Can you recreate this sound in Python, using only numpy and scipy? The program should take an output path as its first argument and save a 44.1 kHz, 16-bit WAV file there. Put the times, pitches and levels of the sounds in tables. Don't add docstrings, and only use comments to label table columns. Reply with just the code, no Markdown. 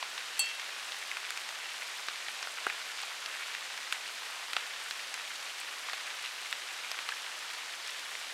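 import sys
import numpy as np
from scipy import signal
from scipy.fft import rfft, irfft, next_fast_len
from scipy.io import wavfile
from scipy.ndimage import uniform_filter1d

SR = 44100
rng = np.random.default_rng(int(sys.argv[2]) if len(sys.argv) > 2 else 0)


def unload_wav(signal):
    wavfile.write(
        sys.argv[1],
        SR,
        np.round(np.clip(np.atleast_2d(signal).T, -1, 1) * 32767).astype(np.int16),
    )


N = 367353

# frequency_hz, relative_level_db
WASH_SPECTRUM = [(15, -67), (25, -27.5), (107, -30), (161, -27), (527, -9), (1060, -3), (1680, -1),
                 (2520, -1), (3880, -2.5), (8730, -12.5), (12400, -20.5), (14200, -28), (15800, -33.5)]
# frequency_hz, relative_gain_db
PATTER_COLOUR = [(100, -46), (300, -8.5), (700, -5.5), (1400, 0.5), (2200, 1), (3800, -6.5), (5500, -13),
                 (9000, -17.5), (12500, -17), (15800, -46)]
# start_s, relative_level_db, bending_hz, bending_q, cutoff_hz, splash_db
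HEAVY_DRIPS = [(0.0269, -32, 950, 1.2, 3500, -57), (0.1785, -35, 1040, 0.7, 4100, -59),
               (0.5973, -36.5, 1990, 2.5, 5000, -54), (0.9205, -35, 1260, 0.8, 4000, -57),
               (1.1148, -32.0, 1800, 2.1, 3200, -51), (1.1697, -32.5, 1700, 0.67, 2400, -52),
               (1.3055, -34.0, 1340, 1.3, 4200, -39), (1.3743, -34.5, 840, 0.8, 5500, -48),
               (1.4902, -36.5, 1300, 0.9, 5400, -62), (2.085, -30, 1140, 0.87, 4200, -59),
               (2.2835, -33.5, 1690, 0.8, 2700, -58), (2.4278, -33.5, 1100, 1.1, 4500, -58),
               (2.4724, -35.5, 840, 1.1, 3400, -59), (2.6672, -24.5, 680, 0.54, 1690, -44),
               (2.6996, -30, 1820, 1.9, 2500, -52), (3.0336, -36.5, 1040, 2.3, 4100, -57),
               (3.2605, -34.0, 990, 0.28, 4600, -54), (3.549, -34.5, 1990, 3.4, 3200, -50),
               (3.7762, -36.0, 1830, 3.5, 5600, -52), (3.9251, -26, 1470, 1.5, 3500, -38.5),
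               (4.5329, -29.5, 1300, 0.8, 3900, -42), (4.5663, -24.0, 1170, 0.65, 3400, -45),
               (4.91, -32, 1330, 1.5, 5100, -45), (5.1414, -35.5, 1760, 1.7, 7000, -42),
               (5.8869, -36, 1260, 2.6, 3400, -60), (5.8978, -35, 1530, 2.4, 5100, -60),
               (5.933, -32.0, 670, 1.3, 4500, -51), (6.527, -28, 1560, 0.5, 3400, -46),
               (6.9157, -32.0, 1370, 0.7, 5000, -43), (6.9896, -32.0, 1090, 0.62, 3300, -56),
               (7.0896, -29.5, 1200, 2.2, 4000, -45), (7.121, -32, 1700, 4.0, 2500, -52),
               (8.1528, -35, 2150, 2.3, 2900, -53)]
# start_s, strength_db, low_cutoff_hz
METAL_STRIKES = [(0.393, 0.5, 300), (5.5997, -15, 7000)]
# pitch_hz, relative_level_db, t60_s
METAL_MODES = [(833, -36, 0.041), (2689, -30, 0.605), (3245, -36, 0.541), (4437, -26, 0.235),
               (4511, -44, 0.361), (6161, -36, 0.109), (7329, -33, 0.132), (7460, -34, 0.069),
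               (7703, -35, 0.133), (7744, -30, 0.149), (8186, -35, 0.106), (8246, -27, 0.074),
               (8939, -33, 0.095), (8995, -37, 0.084), (10021, -33, 0.051), (10575, -34, 0.085),
               (11214, -37, 0.018), (12661, -32, 0.016), (13069, -41, 0.055), (13977, -40, 0.045),
               (14273, -46, 0.044), (14422, -49, 0.061), (15563, -55, 0.073)]
# start_s, level_db
SHARP_DROPLETS = [(0.4598, -46), (3.0182, -45), (3.9323, -41), (6.5124, -45), (7.5362, -46), (7.876, -43),
                  (7.9074, -46)]
# start_s, drop_level_db, pitch_hz, length_s
SHED_SPRAYS = [(1.237, -41.5, 2130, .03), (2.97, -41.5, 3500, 0.07), (3.391, -42, 2000, 0.051),
               (6.237, -39.5, 3100, 0.041), (7.861, -42.5, 3700, 0.038)]


def undb(db):
    return 10 ** (np.asarray(db) / 20)


def unit(x):
    return x / np.sqrt(np.mean(x ** 2))


def add(out, start_s, sound):
    i = max(int(round(start_s * SR)), 0)
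    out[i:i + len(sound)] += sound[:max(N - i, 0)]


def response(points, size=1024):
    hz, db = np.transpose(points)
    f = np.maximum(np.arange(size // 2 + 1) * SR / size, 1)
    gain = undb(np.interp(np.log(f), np.log(hz), db))
    cepstrum = irfft(np.log(gain))
    cepstrum[1:size // 2] *= 2
    cepstrum[size // 2 + 1:] = 0
    return irfft(np.exp(rfft(cepstrum)))


def through(x, impulse_response):
    return signal.oaconvolve(x, impulse_response)[:len(x)]


def flicker(rate_hz):
    hold = int(SR / rate_hz)
    steps = np.repeat(rng.standard_normal(N // hold + 2), hold)
    return unit(uniform_filter1d(steps, hold)[:N])


def poisson_drops(per_s, limit=64):
    chance, nearness, size = rng.random((limit, 3)).T
    start_s = np.cumsum(-np.log(1 - chance)) / per_s
    return np.c_[start_s, nearness, size][start_s < N / SR]


def far_wash(flicker_db=0.5, flicker_hz=35, bands=9):
    hiss = through(rng.standard_normal(N), response(WASH_SPECTRUM, size=4096))
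    size = next_fast_len(N)
    spectrum = rfft(hiss, size)
    f = np.linspace(1, SR / 2, len(spectrum))
    band_index = np.interp(np.log(f), np.log(np.geomspace(250, 13000, bands)), np.arange(bands))
    out = np.zeros(N)
    for k in range(bands):
        triangle = np.maximum(1 - abs(band_index - k), 0)
        out += irfft(spectrum * triangle, size)[:N] * undb(flicker_db * flicker(flicker_hz))
    return unit(out)


def slap(hz, q, cutoff_hz, ring_s, flutter, settle_s=0.0029, size=1024):
    f = np.geomspace(30, SR / 2, 120)
    ratio = f / hz
    resonance = ratio ** 4 / ((1 - ratio ** 2) ** 2 + (ratio / q) ** 2)
    power = resonance / (1 + (f / cutoff_hz) ** 8)
    t = np.arange(size) / SR
    shake = rng.standard_normal(size) * np.exp(-t / ring_s) * (1 + np.exp(-t / settle_s))
    force = flutter * shake / np.linalg.norm(shake)
    force[0] += 1
    wave = through(force, response(np.c_[f, 10 * np.log10(power)]))
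    onset_rms = np.sqrt(np.mean(wave[:SR // 250] ** 2))
    return rng.choice([-1, 1]) * wave / onset_rms


def patter(per_s=260, spread_db=3.0, leaves=36):
    out = np.zeros(N)
    per_leaf = int(per_s * N / SR / leaves)
    for hz in np.geomspace(550, 8000, leaves):
        moment, chance = rng.random((600, 2))[:per_leaf].T
        nearness = np.minimum(-np.log(1 - chance), 3.0)
        hits = np.zeros(N)
        hits[(moment * N).astype(int)] = undb(spread_db * nearness)
        leaf = slap(hz, q=1.8, cutoff_hz=1.37 * hz + 2200, ring_s=0.0049, flutter=0.99)
        out += np.sqrt(hz) * through(hits, leaf)
    coloured = unit(through(out, response(PATTER_COLOUR)))
    return forest_echo(coloured, wet_db=-5.5, t60_s=0.2)


def forest_echo(direct, wet_db, t60_s, build_s=0.0068):
    t = np.arange(SR // 2) / SR
    envelope = np.exp(-np.log(1000) * t / t60_s) * (1 - np.exp(-t / build_s))
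    scatter = rng.standard_normal(len(t)) * envelope
    colour = response([(300, -8), (3000, -7), (9000, -2), (15000, -13)])
    echo = through(scatter / np.linalg.norm(scatter), colour)
    return direct + undb(wet_db) * through(direct, echo)


def heavy_drips(leaf_gain_db=0.82, shatter_above_db=-29, fragment_gain_db=-19, fragment_delay_s=0.012):
    out = np.zeros(N)
    for start_s, level_db, hz, q, cutoff_hz, splash_db in HEAVY_DRIPS:
        leaf = slap(hz, q, cutoff_hz, ring_s=0.0037, flutter=1.24)
        add(out, start_s, undb(level_db + leaf_gain_db) * leaf)
        splash_hz = 6700 * 2 ** (0.5 * (rng.random() - 0.5))
        splash = slap(splash_hz, q=1.2, cutoff_hz=9800, ring_s=0.0023, flutter=1.0)
        add(out, start_s, undb(splash_db) * splash)
        if level_db > shatter_above_db:
            fragments = shower(hz=2300, length_s=0.033)
            add(out, start_s + fragment_delay_s, undb(level_db + fragment_gain_db) * fragments)
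    return out


def light_drips(per_s=1.8, nearest_db=-41.5, range_db=5, leaf_hz=1800):
    out = np.zeros(N)
    for start_s, nearness, size in poisson_drops(per_s):
        leaf = slap(leaf_hz * 2 ** (0.5 - size), q=1.6, cutoff_hz=3600, ring_s=0.004, flutter=1.2)
        add(out, start_s, undb(nearest_db - range_db * (1 - nearness)) * leaf)
    return out


def metal_pings(splash_db=-37, thud_db=-62):
    out, t = np.zeros(N), np.arange(SR) / SR
    bass_cut = signal.butter(4, 650, "high", fs=SR, output="sos")
    thud = undb(thud_db) * np.sin(2 * np.pi * 55 * t) * np.exp(-t / 0.012)
    for start_s, strength_db, low_cutoff_hz in METAL_STRIKES:
        ring = np.zeros(SR)
        for hz, mode_db, t60_s in METAL_MODES:
            amplitude = undb(mode_db) * hz ** 2 / (hz ** 2 + low_cutoff_hz ** 2)
            decay = np.exp(-np.log(1000) * t / t60_s)
            ring += amplitude * decay * np.sin(2 * np.pi * (hz * t + rng.random()))
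        add(out, start_s, undb(strength_db) * (signal.sosfilt(bass_cut, ring) + thud))
        splash = slap(8100, q=1.5, cutoff_hz=12000, ring_s=0.0033, flutter=2.5)
        add(out, start_s, undb(strength_db + splash_db) * splash)
    return out


def fine_droplets(pitch_hz=7900, spread_oct=0.4, faint_per_s=2.2, faint_db=-51, range_db=7):
    out = np.zeros(N)
    faint = [(start_s, faint_db + range_db * (nearness - 0.5))
             for start_s, nearness, _ in poisson_drops(faint_per_s)]
    for start_s, level_db in list(SHARP_DROPLETS) + faint:
        hz = pitch_hz * 2 ** (spread_oct * (rng.random() - 0.5))
        tick = slap(hz, q=1.7, cutoff_hz=1.1 * hz, ring_s=0.002, flutter=0.74)
        add(out, start_s, undb(level_db) * tick)
    return out


def sprays():
    out = np.zeros(N)
    for start_s, level_db, hz, length_s in SHED_SPRAYS:
        add(out, start_s, undb(level_db) * shower(hz, length_s))
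    return out


def shower(hz, length_s, fragments=7, spread_oct=0.77):
    out = np.zeros(SR // 4)
    for k, (lateness, detune) in enumerate(rng.random((fragments, 2))):
        leaf_hz = hz * 2 ** (spread_oct * (detune - 0.5))
        leaf = slap(leaf_hz, q=2.2, cutoff_hz=1.35 * leaf_hz, ring_s=0.0019, flutter=0.93)
        add(out, length_s * (k + lateness) / fragments, leaf)
    return out


def scene(wash_db=-42.5, patter_db=-47):
    canopy = undb(wash_db) * far_wash() + undb(patter_db) * patter()
    pings = metal_pings()
    drips = heavy_drips() + sprays() + fine_droplets() + light_drips()
    mono = canopy + pings + forest_echo(drips, wet_db=-11, t60_s=0.35)
    return np.array([mono, mono])


def record(dry, cutoff_hz=15850):
    return signal.sosfilt(signal.ellip(10, 0.2, 70, cutoff_hz, fs=SR, output="sos"), dry)


dry = scene()
out = record(dry)
unload_wav(out)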